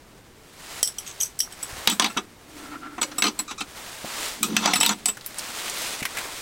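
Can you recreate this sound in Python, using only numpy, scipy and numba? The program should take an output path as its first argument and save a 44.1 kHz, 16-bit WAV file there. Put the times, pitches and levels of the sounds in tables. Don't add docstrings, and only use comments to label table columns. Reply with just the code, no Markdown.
import sys
import numpy as np
from scipy import signal
from scipy.fft import rfft, irfft, next_fast_len
from scipy.io import wavfile
from scipy.ndimage import uniform_filter1d, map_coordinates
from numba import njit

SR = 44100
rng = np.random.default_rng(int(sys.argv[2]) if len(sys.argv) > 2 else 0)


def bounce(signal):
    frames = np.transpose(np.atleast_2d(signal))
    limited = np.clip(frames, -1, 1)
    pcm = np.round(limited * 32767).astype(np.int16)
    wavfile.write(sys.argv[1], SR, pcm)


N = 282681

# freq_hz, density_db
HISS_SPECTRUM = [(12, -6), (20, -8.5), (46, -2), (88, -7), (127, -5), (163, -7), (285, -8), (399, -7.5),
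                 (558, -13), (607, -13.5), (14700, -37), (16000, -38)]
# start_s, level_db, pitch_hz, ring_cycles
THUDS = [(.829, -31.5, 625, 5.4), (1.475, -45.5, 1170, 18), (1.729, -38, 65.3, 6.6), (1.781, -44, 61, 6.8),
         (1.872, -28, 91, 2.8), (3.018, -36, 550, 92), (4.043, -36, 234, 17), (4.046, -34, 700, 13),
         (6.021, -33, 164, 5)]
# start_s, end_s, swish_db, rub_re_swish_db
ARM_MOVES = [(.5, 0.576, -62, -1.5), (0.718, .79, -39, -3), (1.054, 1.224, -46, -3),
             (1.486, 1.61, -50.5, -2.5), (1.71, 1.884, -40.5, 0), (2.053, 2.142, -47.5, 0.5),
             (2.587, 2.674, -46.5, 0), (2.8, 2.995, -56.5, -2), (3.093, 3.416, -49.5, 0),
             (3.762, 3.977, -42.5, -1.5), (4.103, 4.177, -36, -2), (4.251, 4.27, -30.5, -5),
             (4.605, 4.83, -39, -4), (4.986, 5.16, -49.5, -3), (5.295, 5.352, -53.5, 1.5),
             (5.41, 5.5, -38.5, -2), (5.572, 5.674, -35, -3.5), (5.77, 5.936, -32, -5.5),
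             (6.183, 6.214, -35.5, -2), (6.23, 6.285, -45, 5.5), (6.362, 6.41, -37, -7)]
# freq_hz, density_db
RUB_SPECTRUM = [(150, -13), (300, -1.5), (700, 1.5), (1300, 1.5), (2200, -1.5), (3500, -21.5),
                (7000, -15.5)]
# freq_hz, density_db
SWISH_SPECTRUM = [(1200, -10), (2500, 1.5), (3800, 1.5), (6000, -1.5), (8500, -1.5), (11000, -9),
                  (15500, -13.5)]
# start_s, relative_db, centre_hz
SNAPS = [(5.17, -22.5, 1600), (5.209, -27, 3950), (5.244, -31, 3980), (5.2619, -14.5, 12300),
         (5.384, -14.5, 8760), (5.391, -17, 5000), (5.68, -18, 3120), (5.6968, -14.5, 7670),
         (5.785, -23, 12000), (5.82, -21, 12000), (6.004, -20.5, 2000), (6.026, -13, 2150),
         (6.052, -8.5, 2140), (6.17, -12.5, 2210), (6.184, -15, 2190)]

# freq_hz, width_hz, gain_db
SHEET_MODES = [(216, 28, 1.5), (301, 27, 0), (430, 108, -1.5), (500, 60, -7), (732.4, 20, 4.5),
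               (818, 38, 0.5), (934, 58, -1), (1057, 83, -1), (1230, 43, 2), (1371, 110, 0),
               (1683, 400, -8), (2184, 540, -6.5), (2647, 120, -2.5), (2940, 81, -5.5), (3088, 29, 1.5),
               (3407, 180, -1), (3660, 130, -5.5), (3820, 83, 0.5), (4182, 83, -0.5), (4720, 360, -7),
               (5200, 210, -14), (5970, 510, -3.5), (7040, 500, -10), (9300, 1030, -10.5)]
# freq_hz, width_hz, gain_db
PRESSED_MODES = [(1240, 165, 1), (2450, 140, -2), (3830, 250, -1.5), (5840, 1300, -10), (7200, 1600, -11.5)]
# freq_hz, width_hz, gain_db
FREE_MODES = [(5350, 270, -12), (7780, 40, 5), (7920, 180, -3), (10670, 390, -17), (14150, 130, -11),
              (14700, 120, -18.5)]
# freq_hz, width_hz, gain_db
SHANK_MODES = [(1940, 74, -3), (3140, 140, 12), (3340, 93, -8), (3590, 300, 4.5), (4770, 120, -1.5)]
# freq_hz, density_db
CRACK_SPECTRUM = [(5000, -37), (8700, 10.5), (10600, -8), (12000, 3), (13500, 2), (14500, -8), (15800, 1)]

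# start_s, end_s, relative_db
LIGHT_SLIDES = [(2.6, 2.7, -39), (2.725, 2.765, -30), (2.83, 2.875, -31), (2.9, 2.98, -38),
                (3.14, 3.16, -43)]
# start_s, end_s, relative_db
HEAVY_DRAGS = [(4.47, 4.62, -33.5), (4.65, 4.665, -17), (4.68, 4.735, -21.5), (4.75, 4.89, -31.5),
               (4.912, 4.925, -20.5)]
# start_s, end_s, relative_db
RESTS = [(2.57, 3.34, -46.5)]
# start_s, end_s, relative_db
LEANS = [(4.44, 4.53, -25), (4.66, 4.77, -28.5), (4.9, 4.93, -38)]
# start_s, end_s,
# level_db
SKIDS = [(1.9, 1.935, -33), (3.48, 3.518, -37.5), (3.58, 3.62, -35.5), (4.431, 4.433, -13.5),
         (4.44, 4.46, -37)]
# start_s, end_s, level_db
GRAZES = [(1.066, 1.085, -36), (1.1, 1.115, -45), (1.203, 1.24, -34), (1.255, 1.275, -42)]
# start_s, level_db, low_mode_hz, low_mode_bias_db, shank_re_level_db
CLINKS = [(.829, -13.5, 5550, -1, -8.5), (.874, -29, 5400, -2, -9), (.984, -32.5, 5800, 1, -3.5),
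          (1.075, -42, 6350, 0, 0.5), (1.202, -33, 6130, 7.5, -15), (1.21, -26.5, 6420, 4, -6.5),
          (1.22, -29, 5860, -3, -21), (1.231, -27, 5910, 5, -26), (1.256, -41, 6130, 1, -17),
          (1.39, -29.5, 5700, -1, -18), (1.403, -21, 5720, 5.5, -9), (1.523, -44.5, 5470, -2.5, -4.5),
          (1.628, -33, 5570, -5.5, -14), (4.738, -19, 5400, 2.5, -14), (4.802, -26, 5450, 2, -14),
          (4.811, -22, 5350, 2, -12), (5.057, -21, 5440, -9, -13)]
# start_s, force_db, hardness_db, steel_ring_db
KNOCKS = [(1.874, -5, 2.5, -21), (1.898, -23.5, 7, -24), (1.914, -31, 0, -24), (1.997, -9.5, 0, -27),
          (2.02, -21, 2, -43), (2.043, -20.5, 2, -58), (2.059, -26.5, 1, -46), (2.099, -40, -2.5, -42),
          (2.165, -36, -11, -60), (2.171, -25, 0.5, -43), (2.182, -42, -14.5, -61), (2.979, -39, -9, -61),
          (3.014, -27, 0, -20), (3.027, -26.5, 3.5, -41), (3.114, -41, -1.5, -68),
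          (3.182, -31.5, -1.5, -22.5), (3.222, -15, 1.5, -23), (3.241, -18, 1.5, -38),
          (3.252, -23.5, 1, -35), (3.266, -23.5, 0.5, -45), (3.279, -29.5, 2, -47), (3.39, -31, 1, -23.5),
          (3.509, -34, -2, -42), (3.606, -30, 1, -42), (4.43, -33, 10.5, -21), (4.566, -13.5, 2.5, -22),
          (4.658, -13.5, -.5, -33), (4.675, -17.5, -3.5, -29), (4.735, -16, 0.5, -36), (4.757, -19, 1, -22),
          (4.81, -15.5, 1, -9), (4.831, -9.5, 2, -16), (4.85, -20, 3, -37), (4.862, -12, 4.5, -17),
          (4.892, -16.5, 1, -44), (4.908, -32, -5, -29), (5.057, -25, 3, -28), (5.084, -30, 0.5, -23)]

RING_TIME_S = np.arange(16384) / SR
MODE_SPREAD_DB = 5.5


def amp(db):
    return 10 ** (np.asarray(db) / 20)


def unit_rms(x):
    return x / np.sqrt(np.mean(x ** 2) + 1e-20)


def wobble(rate_hz):
    return map_coordinates(rng.standard_normal(int(N * rate_hz / SR) + 4), [np.arange(N) * rate_hz / SR])


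def spectrum(points):
    freq_hz, gain_db = np.transpose(points)
    return lambda hz: amp(np.interp(np.log(hz + 1), np.log(freq_hz), gain_db))


def resonant(modes, lo_hz=30, hi_hz=18000, spread_db=0, count=1):
    freq_hz, width_hz, gain_db = np.transpose(modes)
    power = amp(gain_db + spread_db * rng.standard_normal((count, len(freq_hz)))) ** 2
    def gain(hz):
        peaks = (1 + (2 * (hz - freq_hz[:, None]) / width_hz[:, None]) ** 2) ** -1.4
        edge_loss = (1 + (lo_hz / (hz + 1)) ** 10) * (1 + (hz / hi_hz) ** 10)
        return np.squeeze(np.sqrt(power @ peaks / edge_loss))
    return gain


def noise(gain, shape=N):
    white = rng.standard_normal(shape)
    size = next_fast_len(white.shape[-1])
    shaped = rfft(white, size) * gain(np.fft.rfftfreq(size, 1 / SR))
    return unit_rms(irfft(shaped, size)[..., :white.shape[-1]])


def rings(gain, t60_s, tail_db, tail_t60_s, attack_s=0.00011, count=1):
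    fade = amp(-60 * RING_TIME_S / t60_s) + amp(tail_db - 60 * RING_TIME_S / tail_t60_s)
    x = noise(gain, (count, len(RING_TIME_S))) * fade * (1 - np.exp(-RING_TIME_S / attack_s))
    return x / np.sqrt(np.mean(x[:, RING_TIME_S < .011] ** 2, axis=1, keepdims=True))


def placed(times_s, levels_db, sounds):
    out = np.zeros(N + SR)
    for start_s, level_db, sound in zip(times_s, levels_db, sounds):
        out[round(start_s * SR):][:len(sound)] += amp(level_db) * sound
    return out[:N]


def strokes(rows, rise_s, fall_s):
    t = np.arange(N) / SR
    power = 0
    for start_s, end_s, level_db in rows:
        away = np.maximum(start_s - t, 0) / rise_s + np.maximum(t - end_s, 0) / fall_s
        power += amp(level_db - 20 * np.minimum(away, 10)) ** 2
    return np.sqrt(power)


def tent_hiss():
    return amp(-51.5) * noise(spectrum(HISS_SPECTRUM))


def thuds():
    start_s, level_db, pitch_hz, ring_cycles = np.transpose(THUDS)
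    sounds = []
    for hz, cycles in zip(pitch_hz, ring_cycles):
        band = resonant([(hz, hz * 4 / cycles, 0)], hz * .5, hz * 2)
        sounds.extend(rings(band, t60_s=cycles / hz, tail_db=-12, tail_t60_s=3 * cycles / hz))
    return placed(start_s, level_db, sounds)


def sleeves():
    still_swish_db, still_rub_db, creases_per_s = -59.5, -59, 58
    start_s, end_s, swish_db, rub_re_swish_db = np.transpose(ARM_MOVES)
    moves = lambda level_db: strokes(zip(start_s, end_s, level_db), rise_s=.25, fall_s=.2)
    swish_env = np.hypot(moves(swish_db), amp(still_swish_db))
    rub_env = np.hypot(moves(swish_db + rub_re_swish_db), amp(still_rub_db))
    grain = unit_rms(amp(1.1 * wobble(900) + wobble(45)))
    creases = (rng.random(N) < creases_per_s / SR) * amp(-0.5 + 5.5 * rng.standard_normal(N))
    crease_env = signal.fftconvolve(creases, amp(-60 * RING_TIME_S / .0032))[:N]
    crackle = swish_env * crease_env * noise(spectrum(SWISH_SPECTRUM))
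    rub = rub_env * noise(spectrum(RUB_SPECTRUM))
    swish = swish_env * noise(spectrum(SWISH_SPECTRUM))
    return grain * (rub + swish) + crackle


def glove():
    start_s, relative_db, centre_hz = np.transpose(SNAPS)
    snaps = []
    for hz in centre_hz:
        t60_s = np.interp(hz, [2000, 13000], [.025, .006])
        attack_s = np.interp(hz, [2000, 13000], [.002, .0002])
        band = resonant([(hz, hz * .38, 0), (7000, 12000, -15)], lo_hz=350)
        snaps.extend(rings(band, t60_s, tail_db=-7.5, tail_t60_s=.083, attack_s=attack_s))
    return placed(start_s, relative_db - 15, snaps)


def slides():
    light = strokes(LIGHT_SLIDES, rise_s=.028, fall_s=.026)
    heavy = strokes(HEAVY_DRAGS, rise_s=.055, fall_s=.028)
    resting = strokes(RESTS, rise_s=.32, fall_s=.3)
    leaning = strokes(LEANS, rise_s=.06, fall_s=.18)
    slips = unit_rms(amp(2 * wobble(140)))
    pressure = unit_rms(amp(2.2 * wobble(50)))
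    hum_env = amp(-2.5) * resting + amp(-18.5) * light
    hum = hum_env * noise(resonant([(296.3, 47, 7), (408, 58, -19)], 150, 500))
    squeal = amp(-7) * light * noise(resonant([(1345, 73, 0.5), (1100, 1500, -14.5)], 620, 6400))
    boom = amp(-4) * leaning * noise(resonant(SHEET_MODES + [(174, 38, -6)], 150, 320))
    scrape = amp(-5) * heavy * noise(resonant(SHEET_MODES + [(980, 260, 0.01)], 360, 7300))
    skid = strokes(SKIDS, rise_s=.0027, fall_s=.029) * noise(resonant(PRESSED_MODES, 490, 12000))
    return hum + skid + pressure * (squeal + boom) + slips * scrape


def grazes():
    modes = [(2600, 500, -9), (3500, 500, -9), (6350, 700, 1), (8036, 300, -2)]
    song = noise(resonant(modes, 1900, 9500))
    slips = unit_rms(amp(5.2 * wobble(250)))
    return strokes(GRAZES, rise_s=.0053, fall_s=.022) * slips * song


def clinks():
    start_s, level_db, low_hz, bias_db, shank_re_level_db = np.transpose(CLINKS)
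    count = len(start_s)
    grip_shift = low_hz / 5750
    main_hz, high_hz = 8036 * grip_shift ** .15, 10900 * grip_shift ** .62
    attacks_s = np.interp(level_db, [-38, -20], [.002, .0006])

    def mode(pitches_hz, width_hz, tail_db, tail_t60_s):
        bands = (resonant([(hz, width_hz, 0)], hz * .25, hz * 2.3) for hz in pitches_hz)
        return [rings(band, .024, tail_db, tail_t60_s, attack_s)[0]
                for band, attack_s in zip(bands, attacks_s)]

    shank = rings(resonant(SHANK_MODES, 1500, 4800, MODE_SPREAD_DB, count),
                  t60_s=.024, tail_db=-5, tail_t60_s=.084, attack_s=.00051, count=count)
    top = rings(resonant([(13000, 700, -9), (14500, 550, -3)], lo_hz=11000),
                t60_s=.02, tail_db=-13, tail_t60_s=.16, count=count)
    low = mode(low_hz, width_hz=370, tail_db=-11.5, tail_t60_s=.14)
    main = mode(main_hz, width_hz=250, tail_db=-12.5, tail_t60_s=.14)
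    high = mode(high_hz, width_hz=750, tail_db=-1, tail_t60_s=.12)
    layers = [(shank_re_level_db, shank), (bias_db, low), (-bias_db, main), (-5.5, high), (-10, top)]
    return sum(placed(start_s, level_db + offset_db, sounds) for offset_db, sounds in layers)


def knocks():
    start_s, force_db, hardness_db, steel_ring_db = np.transpose(KNOCKS)
    count, medium_force_db = len(start_s), -20.5
    boom_db = -31 + .87 * (force_db - medium_force_db) - 1.07 * hardness_db
    panel_db = force_db - 1.5 - hardness_db
    clatter_db = force_db + 1.1 + hardness_db
    crack_db = force_db - 17 + 3.5 * hardness_db
    attack_s = np.interp(clatter_db, [-30, -12], [.004, .0006])[:, None]
    boom_edge_hz = np.interp(start_s, [1.9, 2.2, 3.6, 4.4], [174, 228, 230, 175])
    boom = [rings(resonant(SHEET_MODES, hz, hz * 1.46),
                  t60_s=.13, tail_db=5, tail_t60_s=.19, attack_s=.0021)[0] for hz in boom_edge_hz]
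    panel = rings(resonant(SHEET_MODES, 570, 2270, MODE_SPREAD_DB, count),
                  t60_s=.072, tail_db=-12, tail_t60_s=.11, attack_s=attack_s, count=count)
    clatter = rings(resonant(SHEET_MODES, 2100, 7900, MODE_SPREAD_DB, count),
                    t60_s=.03, tail_db=-1, tail_t60_s=.079, attack_s=attack_s, count=count)
    steel = rings(resonant(FREE_MODES, 5500, 15000, spread_db=3.5, count=count),
                  t60_s=.091, tail_db=-7, tail_t60_s=.11, attack_s=.0005, count=count)
    crack = rings(spectrum(CRACK_SPECTRUM),
                  t60_s=.019, tail_db=-21.5, tail_t60_s=.21, attack_s=.00032, count=count)
    layers = [(boom_db, boom), (panel_db, panel), (clatter_db, clatter),
              (steel_ring_db, steel), (crack_db, crack)]
    return sum(placed(start_s, level_db, sounds) for level_db, sounds in layers)


def scene():
    return (tent_hiss() + clinks() + grazes() + knocks() + slides() + sleeves() + glove() + thuds())[None]


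@njit
def follow(target, attack_s, release_s):
    out, held = np.zeros(len(target)), 0.
    for i in range(len(target)):
        lag_s = attack_s if target[i] > held else release_s
        held += (target[i] - held) / (lag_s * SR)
        out[i] = held
    return out


def compressor(x, threshold_db, attack_s, release_s):
    level_db = 10 * np.log10(np.abs(uniform_filter1d(x ** 2, size=44)) + 1e-12)
    excess_db = np.maximum(level_db - threshold_db, 0)
    return x * amp(-follow(excess_db, attack_s, release_s))


def record(dry):
    ceiling, cutoff_hz = .55, 15900
    x = compressor(dry[0], threshold_db=-19, attack_s=.0035, release_s=.0099)
    x = x / (1 + np.abs(x / ceiling) ** 4) ** (1 / 4)
    size = next_fast_len(N + SR)
    passband = np.fft.rfftfreq(size, 1 / SR) < cutoff_hz
    return irfft(rfft(x, size) * passband, size)[None, :N]


dry = scene()
out = record(dry)
bounce(out)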